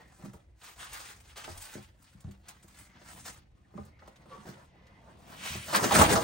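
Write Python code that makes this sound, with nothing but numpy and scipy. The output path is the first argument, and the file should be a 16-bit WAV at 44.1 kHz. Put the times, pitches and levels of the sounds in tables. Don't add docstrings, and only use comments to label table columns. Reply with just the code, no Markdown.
import sys
import numpy as np
from scipy import signal
from scipy.fft import rfft, irfft, next_fast_len
from scipy.io import wavfile

SR = 44100
rng = np.random.default_rng(int(sys.argv[2]) if len(sys.argv) > 2 else 0)


def generate_wav(sig):
    pcm = np.round(np.clip(np.atleast_2d(sig).T, -1, 1) * 32767).astype(np.int16)
    wavfile.write(sys.argv[1], SR, pcm)


N = 274743
TIME = np.arange(N) / SR
FFT_SIZE = next_fast_len(N + SR)
BIN_HZ = np.maximum(np.arange(FFT_SIZE // 2 + 1) * SR / FFT_SIZE, 1)

# frequency in Hz, relative density in dB.
WRAPPING_SPECTRUM = [(200, -87), (700, -2), (1500, 4), (2200, 2.5), (3200, 0.5), (4500, -2.5), (6500, -9),
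                     (10000, -68)]
WALL_SPECTRUM = [(45, -51), (80, 5), (150, 7), (350, 5), (600, 7.5), (1000, 1.5), (1400, -6), (2000, -10.5),
                 (3500, -86)]
CREASE_SPECTRUM = [(600, -64), (2500, -16.5), (5000, -2.5), (7000, 7.5), (9000, 10.5), (10300, 2.5),
                   (11300, -44), (12600, 3), (14000, -3.5), (15500, 5.5)]
def paper(buckles):
    spectra = (WRAPPING_SPECTRUM, WALL_SPECTRUM, CREASE_SPECTRUM)
    return [rms_one(coloured(buckles, spectrum)) for spectrum in spectra]


# time of full level in seconds, swell in seconds per 20 dB,
# hold in seconds, wrapping level in dB, wall and crease levels in dB above the wrapping.
HAND_STROKES = [(0.0, .01, 0.011, -65, 3.5, -3), (.08, 0.044, 0.11, -72.5, -3, 0.5),
                (0.258, 0.22, 0.0036, -67.5, 4.5, 3.5), (0.351, 0.037, 0.0077, -71, 5.5, 6.5),
                (0.643, 0.052, 0.046, -53.5, -11.5, 1), (0.809, 0.075, 0.032, -52, -9, -2),
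                (0.939, 0.084, 0.18, -51.5, -11, 4), (1.16, 0.18, 0.026, -73, -3, 9),
                (1.299, 0.14, 0.0061, -59, -14, -1), (1.371, 0.02, 0.12, -51, -10, 0.5),
                (1.5, 0.047, 0.05, -58, -1.5, 0), (1.605, 0.012, 0.13, -56, -9, 6),
                (1.838, 0.71, 0.0083, -62, -25, 0), (2.05, 0.095, 0.049, -66.5, -26, -2),
                (2.27, 0.31, 0.056, -69.5, -2.5, -3.5), (2.499, 0.08, 0.011, -60, -7.5, -2),
                (2.8, 0.27, 0.038, -63, -6.5, 3), (2.93, 0.15, 0.14, -67, -6, -9.5),
                (3.088, 0.089, 0.12, -58.5, -4.5, 5), (3.26, 0.036, 0.04, -52, -7.5, 0),
                (3.78, 0.15, 0.11, -70.5, 5.5, -4.5), (4.02, 0.088, 0.32, -72.5, 9.5, -6),
                (4.313, 0.057, 0.18, -63, -0.5, -5.5), (4.479, 0.14, 0.025, -57, 2.5, -3),
                (4.6, 0.12, 0.026, -68.5, 6, -2.5), (4.89, 0.78, 0.11, -81, 15, -12),
                (5.098, 0.34, .2, -77, 15.5, 0), (5.299, 0.12, 0.064, -58.5, 0.5, -1.5),
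                (5.463, 0.1, 0.12, -46, -7.5, 3), (5.63, 0.086, 0.058, -56, -26, 7.5),
                (5.69, 0.036, 0.051, -44.5, -3, 1.5), (5.732, 0.011, 0.008, -39.5, 4.5, -2),
                (5.755, 0.018, 0.007, -28.5, -6.5, -7), (5.837, 0.082, 0.013, -35.5, 2, 1),
                (5.885, 0.048, .02, -48, 4, 4), (5.923, 0.021, 0.019, -33, -5, 3.5),
                (5.956, 0.044, 0.026, -30.5, 0.5, -10), (5.998, 0.09, 0.015, -26.5, 3, 0),
                (6.104, 0.063, 0.019, -31.5, 3.5, 2.5), (6.185, 0.1, .06, -44.5, 12, 4.5)]
PAPER_DECAY_DB_PER_S = [194, 161, 256]
SETTLING_DB = [-87.5, -81.5, -90]
def stroke_gains(sag_db_per_s=25):
    power = np.outer(from_db(SETTLING_DB) ** 2, np.ones(N))
    for full_s, swell_s, hold_s, level_db, wall_db, crease_db in HAND_STROKES:
        near = slice(max(round((full_s - 3 * swell_s) * SR), 0), round((full_s + hold_s + .5) * SR))
        t = TIME[near] - full_s
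        shape_db = 20 * np.minimum(t, 0) / swell_s - sag_db_per_s * np.clip(t, 0, hold_s)
        release_db = np.outer(PAPER_DECAY_DB_PER_S, np.maximum(t - hold_s, 0))
        parts_db = level_db + np.array([[0], [wall_db], [crease_db]])
        power[:, near] += from_db(parts_db + shape_db - release_db) ** 2
    return np.sqrt(power)


def crinkle(flicker_db=1.66, flicker_hz=8.9):
    parts = paper(clicks(9000, spread_db=2.2, clump_db=0.8))
    return sum(gain * from_db(flicker_db * drift(flicker_hz)) * part
               for gain, part in zip(stroke_gains(), parts))


# start in seconds, approximate peak of the wrapping in dB,
# wall and crease levels in dB above the wrapping.
FOLD_SNAPS = [(0.222, -47.5, 9.5, 1), (0.246, -45.5, 9, 7), (0.332, -44, 1, 3.5), (0.614, -39.5, -29, -10),
              (0.778, -42.5, -3, -12), (0.8405, -38.5, -19, 8), (0.93, -36.5, -12, 13),
              (1.084, -37.5, -17, -3), (1.2007, -45.5, -11, 6), (1.358, -33, -26, -20),
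              (1.369, -31, -13, -18), (1.394, -35, -19, -5), (1.44, -28.5, -30, -8),
              (1.574, -35.5, -26, 7.5), (1.737, -34.5, -11, 1), (1.824, -45, -20, 5),
              (2.022, -54.5, -12, 11), (2.128, -51.5, -7, 0), (2.203, -51, -13, 9), (2.3086, -46.5, -23, 4),
              (2.4832, -35, -17, 5), (2.627, -47, -19, 7.5), (2.679, -47.5, -22, 7.5),
              (2.743, -46, -16, -8), (2.786, -40, -14, 5), (3.015, -45.5, 5.5, -24), (3.12, -54, -9, 3),
              (3.252, -30, -18, -14), (3.371, -48, -14, 4), (3.849, -56, -7, 13.5), (3.99, -45.5, -5, -23),
              (4.0742, -45.5, -20, 3), (4.158, -44.5, -18, -9), (4.256, -53, 3, -6), (4.453, -47.5, 14, -9),
              (4.8667, -48.5, -9.5, -6.5), (5.745, -10, -16, -2.5), (5.758, -19.5, -1, 10.5),
              (5.838, -16, -2, -8), (5.91, -20, 1, -9), (5.9914, -14, -10, 3), (6.018, -22, -9, 8),
              (6.112, -17.5, -13, 7), (6.13, -21.5, 15.5, -6)]
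def snaps(t60_s=0.068, rise_s=0.0034, crest_db=13.5):
    spray = clicks(9000, spread_db=0.5, clump_db=0.2)
    spray[[round(row[0] * SR) + 20 for row in FOLD_SNAPS]] = from_db(15.5)
    wrapping, wall, creases = paper(spray)
    out, t = np.zeros(N), TIME[:SR // 2]
    for start_s, peak_db, wall_db, crease_db in FOLD_SNAPS:
        start = round(start_s * SR)
        span = slice(start, min(start + len(t), N))
        envelope = from_db(peak_db - 60 * t / t60_s) * np.minimum(t / rise_s, 1)
        sheet = wrapping[span] + from_db(wall_db) * wall[span] + from_db(crease_db) * creases[span]
        out[span] += envelope[:span.stop - start] * sheet
    return from_db(-crest_db) * out


def flexing(x, lowest_hz=400, bands=11, depth_db=2, rate_hz=13.1):
    half_octaves = np.clip(2 * np.log2(BIN_HZ / lowest_hz), 0, bands - 1)
    spectrum, out = rfft(x, FFT_SIZE), 0
    for band in range(bands):
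        share = np.clip(1 - np.abs(half_octaves - band), 0, 1)
        out = out + from_db(depth_db * drift(rate_hz)) * irfft(spectrum * share, FFT_SIZE)[:N]
    return out


# start in seconds, level in dB, centre of the excited band
# in Hz, its spread in octaves.
KNOCKS = [(0.194, -47.5, 494, 1.4), (.236, -39.5, 180, 0.38), (0.248, -40.5, 300, 1.1),
          (.26, -40, 199, 0.64), (.279, -42, 200, 0.41), (0.341, -41, 295, 1.9), (1.478, -33, 885, 1.5),
          (1.498, -43, 90.5, 0.49), (1.56, -29, 39.8, 0.43), (1.754, -32, 270, 0.79), (1.78, -41, 400, 1.2),
          (2.149, -49.5, 144, 0.47), (2.245, -49.5, 724, 0.8), (2.245, -32.5, 124, 0.42),
          (2.281, -40.5, 199, 0.88), (2.643, -49.5, 204, 1.9), (3.014, -53, 507, 0.99),
          (3.739, -43.5, 450, 1.2), (3.754, -39.5, 196, 0.59), (3.777, -34, 830, 0.64),
          (3.785, -33, 148, 1.34), (4.022, -43.5, 990, 1.5), (4.077, -40, 785, 0.96),
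          (4.257, -44.5, 600, 1.2), (4.383, -44.5, 182, 0.32), (4.465, -39.5, 220, 0.89),
          (4.489, -38, 194, 0.83), (4.511, -41, 200, .5), (5.083, -46.5, 710, 0.88), (5.506, -37, 90, 0.98),
          (5.55, -33, 115, 1.8), (5.682, -33, 790, 0.24), (5.695, -39, 760, 0.4),
          (5.749, -14.5, 1340, 0.35), (5.856, -25.5, 304, 0.41), (5.91, -14.5, 890, 0.35),
          (5.922, -22, 790, 0.47), (5.958, -17.5, 1220, 0.3), (5.99, -11, 500, 1.6), (5.996, -21, 86, 0.48),
          (6.013, -7.5, 750, 1.3), (6.023, -14.5, 616, 1.34), (6.115, -12.5, 430, 0.17),
          (6.131, -23, 300, 1.5), (6.16, -18.5, 585, 1), (6.171, -17, 706, 0.81)]
# frequency in Hz, relative level in dB, 60 dB decay time in seconds.
BOX_MODES = [(36, -15, 0.29), (75.5, -1.5, 0.13), (85, 0.5, 0.25), (124.5, 0, 0.24), (150, 1, 0.11),
             (203.5, 3.5, 0.15), (216, -4.5, 0.1), (261, -1, 0.06), (338, 0.5, 0.12), (441.7, -4.5, 0.095),
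             (541, -6, 0.05), (618, 0.5, 0.084), (785, -5.5, 0.12), (858, -4, 0.055), (1017, -7, 0.076),
             (1236, 2.5, 0.027), (1300, -22, 0.19), (1400, -12, 0.014), (1580, -11.5, 0.035),
             (2020, -5, 0.049), (2300, -22, .03)]
def thuds(detune=.035, scatter_db=2.5):
    out, t = np.zeros(N + SR), TIME[:SR // 2]
    resting_hz, mode_db, t60_s = np.array(BOX_MODES).T[:, :, None]
    scatter = rng.normal(0, 1, (len(KNOCKS), 3, len(BOX_MODES), 1))
    for (start_s, level_db, centre_hz, octaves), (strength, sign, shift) in zip(KNOCKS, scatter):
        hz = resting_hz * np.exp(detune * shift)
        reach = np.exp(-.5 * (np.log2(hz / centre_hz) / octaves) ** 2)
        decay = from_db(mode_db + scatter_db * strength - 60 * t / t60_s)
        attack = 1 - np.exp(-3.0 * hz * t)
        modes = unit_energy(reach) * np.sign(sign) * attack * decay * np.sin(2 * np.pi * hz * t)
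        start = round(start_s * SR)
        out[start:start + len(t)] += from_db(level_db) * modes.sum(axis=0)
    return out[:N]


def floor_tail(x, t60_s=0.2, rise_s=0.022, tail_db=-10):
    t = TIME[:SR // 2]
    tail = rng.standard_normal(len(t)) * from_db(-60 * t / t60_s) * np.minimum(t / rise_s, 1)
    return x + from_db(tail_db) * signal.fftconvolve(x, unit_energy(tail))[:N]


# frequency in Hz, relative density in dB.
CLOTH_SPECTRUM = [(700, -40), (1600, -12.5), (2300, 0.5), (3200, -1), (4400, -8), (6000, -11.5),
                  (9000, -50)]
# time in seconds, level in dB.
PULL_LEVELS = [(5.25, -72), (5.36, -59), (5.42, -49), (5.47, -43), (5.55, -44), (5.6, -49.5), (5.66, -51.5),
               (5.75, -90)]
def drag():
    pull = envelope_of([(0, -120)] + PULL_LEVELS + [(7, -120)])
    slips = clicks(12000, spread_db=-0.5, clump_db=-0.44)
    return pull * rms_one(coloured(slips, CLOTH_SPECTRUM))


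# frequency in Hz, bandwidth in Hz, relative peak gain in dB.
BOX_RESONANCES = [(520, 24, -5), (1037, 42, -10), (1140, 36, -4)]
def slide(peak_s=4.33, peak_db=-47, rise_db_per_s=450, fall_db_per_s=192):
    friction, hum, t = rng.standard_normal(N), 0, TIME - peak_s
    for hz, width_hz, gain_db in BOX_RESONANCES:
        poles = resonator(hz, width_hz)
        mode = hz * signal.lfilter([1 - poles[2]], poles, friction)
        hum = hum + from_db(gain_db) * mode
    return from_db(peak_db + np.minimum(rise_db_per_s * t, -fall_db_per_s * t)) * rms_one(hum)


# frequency in Hz, relative density in dB.
CARPET_SPECTRUM = [(30, -25), (48, -11), (62, 4), (80, 0), (130, 1), (200, 2), (320, -6.5), (700, -77)]
# time in seconds, level in dB.
WEIGHT_LEVELS = [(0.0, -62.5), (0.21, -67), (0.68, -70.5), (2.38, -70), (2.53, -67), (3.19, -58.5),
                 (3.56, -69), (4.49, -60), (4.77, -65.5), (5.43, -55.5), (5.83, -55), (5.92, -37),
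                 (6.02, -32), (6.23, -41)]
def shuffle():
    contacts = clicks(1500, spread_db=3.5, clump_db=1.0)
    return envelope_of(WEIGHT_LEVELS) * rms_one(coloured(contacts, CARPET_SPECTRUM))


# centre and spread in seconds, frequency in Hz, level in dB.
RING_SWELLS = [(.03, 0.06, 1900, -64), (2.6, 0.017, 1950, -73), (2.92, 0.12, 2120, -72),
               (3.65, 0.011, 1860, -73.5), (3.96, 0.045, 2110, -70.5), (4.18, 0.071, 2080, -76),
               (4.8, 0.081, 1970, -73), (4.96, 0.059, 2000, -71.5)]
def rings(width_hz=130):
    noise, out = rng.standard_normal(N), 0
    for centre_s, spread_s, hz, level_db in RING_SWELLS:
        tone = rms_one(signal.lfilter([1, 0, -1], resonator(hz, width_hz), noise))
        swell = np.exp(-.5 * ((TIME - centre_s) / spread_s) ** 2)
        out = out + from_db(level_db) * swell * tone
    return out


# frequency in Hz, side gain in dB.
SIDE_SPECTRUM = [(60, -20), (110, -14.5), (200, -9.5), (380, -0.5), (700, 0.5), (1290, 5), (2380, -0.5),
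                 (4400, 0), (8120, -3.5), (11500, 13), (15000, -10)]
def closet(x, t60_s=0.074, tail_db=-9, move_s=.18):
    t, hop = TIME[:SR // 3], round(move_s * SR)
    decay = from_db(tail_db) * unit_energy(from_db(-60 * t / t60_s) * (t > .002))
    spots = N // hop + 2
    tails = rng.standard_normal((2, spots, len(t)))
    tails[0] = signal.sosfilt(signal.butter(1, 300, "high", fs=SR, output="sos"), tails[0])
    tails[1] = from_db(5.5) * coloured(tails[1], SIDE_SPECTRUM)
    padded, wet = np.pad(x, (hop, 2 * hop)), np.zeros((2, N + 3 * hop + len(t)))
    for k in range(spots - 1):
        piece = padded[k * hop:(k + 2) * hop] * np.sqrt(np.hanning(2 * hop))
        heard = signal.fftconvolve(piece[None], tails[:, k] * decay, axes=1)
        wet[:, k * hop:k * hop + heard.shape[1]] += heard
    mid, side = wet[:, hop:hop + N]
    lag = np.pad(x, (1, 0))[:N] - x
    late = x + signal.sosfiltfilt(signal.butter(2, 10000, fs=SR, output="sos"), lag)
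    return np.array([x + mid + side, late + mid - side])


# frequency in Hz, relative density in dB.
RUMBLE_SPECTRUM = [(15, -18), (25, 0.5), (59, 19.5), (99, 11), (133, 12.5), (188, -43), (332, -0.5),
                   (404, -13), (543, -8.5), (1450, -40), (1950, -19), (2500, -23.5), (9000, -49),
                   (11700, -56), (19800, -120)]
def house(level_db=-62.5, waver_db=2.2, waver_hz=2.9):
    mid, side = coloured(rng.standard_normal((2, N)), RUMBLE_SPECTRUM)
    gain = from_db(level_db + waver_db * drift(waver_hz)) / np.std(mid)
    side = coloured(side, SIDE_SPECTRUM)
    return gain * np.array([mid + side, mid - side])


def clicks(per_s, spread_db, clump_db):
    sizes = from_db(spread_db * np.minimum(rng.exponential(1, N), 4)) * rng.choice([-1, 1], N)
    clumps = from_db(clump_db * (drift(40.0) + 1.8 * drift(85)))
    return sizes * clumps * (rng.random(N) < per_s / SR)


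def drift(corner_hz):
    r = np.exp(-2 * np.pi * corner_hz / SR)
    return rms_one(signal.lfilter([1], [1, -2 * r, r * r], rng.standard_normal(N + SR))[SR:])


def resonator(hz, width_hz):
    r = np.exp(-np.pi * width_hz / SR)
    return [1, -2 * r * np.cos(2 * np.pi * hz / SR), r * r]


def coloured(x, spectrum):
    hz, level_db = np.transpose(spectrum)
    gain = from_db(np.interp(np.log(BIN_HZ), np.log(hz), level_db))
    return irfft(rfft(x, FFT_SIZE) * gain, FFT_SIZE)[..., :x.shape[-1]]


def envelope_of(points):
    return from_db(np.interp(TIME, *np.transpose(points)))


def from_db(db):
    return 10 ** (np.asarray(db) / 20)


def rms_one(x):
    return x / np.sqrt(np.mean(x ** 2) + 1e-20)


def unit_energy(x):
    return x / np.sqrt(np.sum(x ** 2))


def scene():
    crinkling, shuffling = crinkle(), shuffle()
    bag = flexing(crinkling) + flexing(snaps())
    return closet(bag + shuffling + floor_tail(thuds()) + slide() + drag() + rings()) + house()


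def record(dry, ceiling=.9, cutoff_hz=15800):
    rounded = ceiling * np.tanh(dry / ceiling)
    return signal.sosfilt(signal.ellip(12, .5, 80, cutoff_hz, fs=SR, output="sos"), rounded)


dry = scene()
out = record(dry)
generate_wav(out)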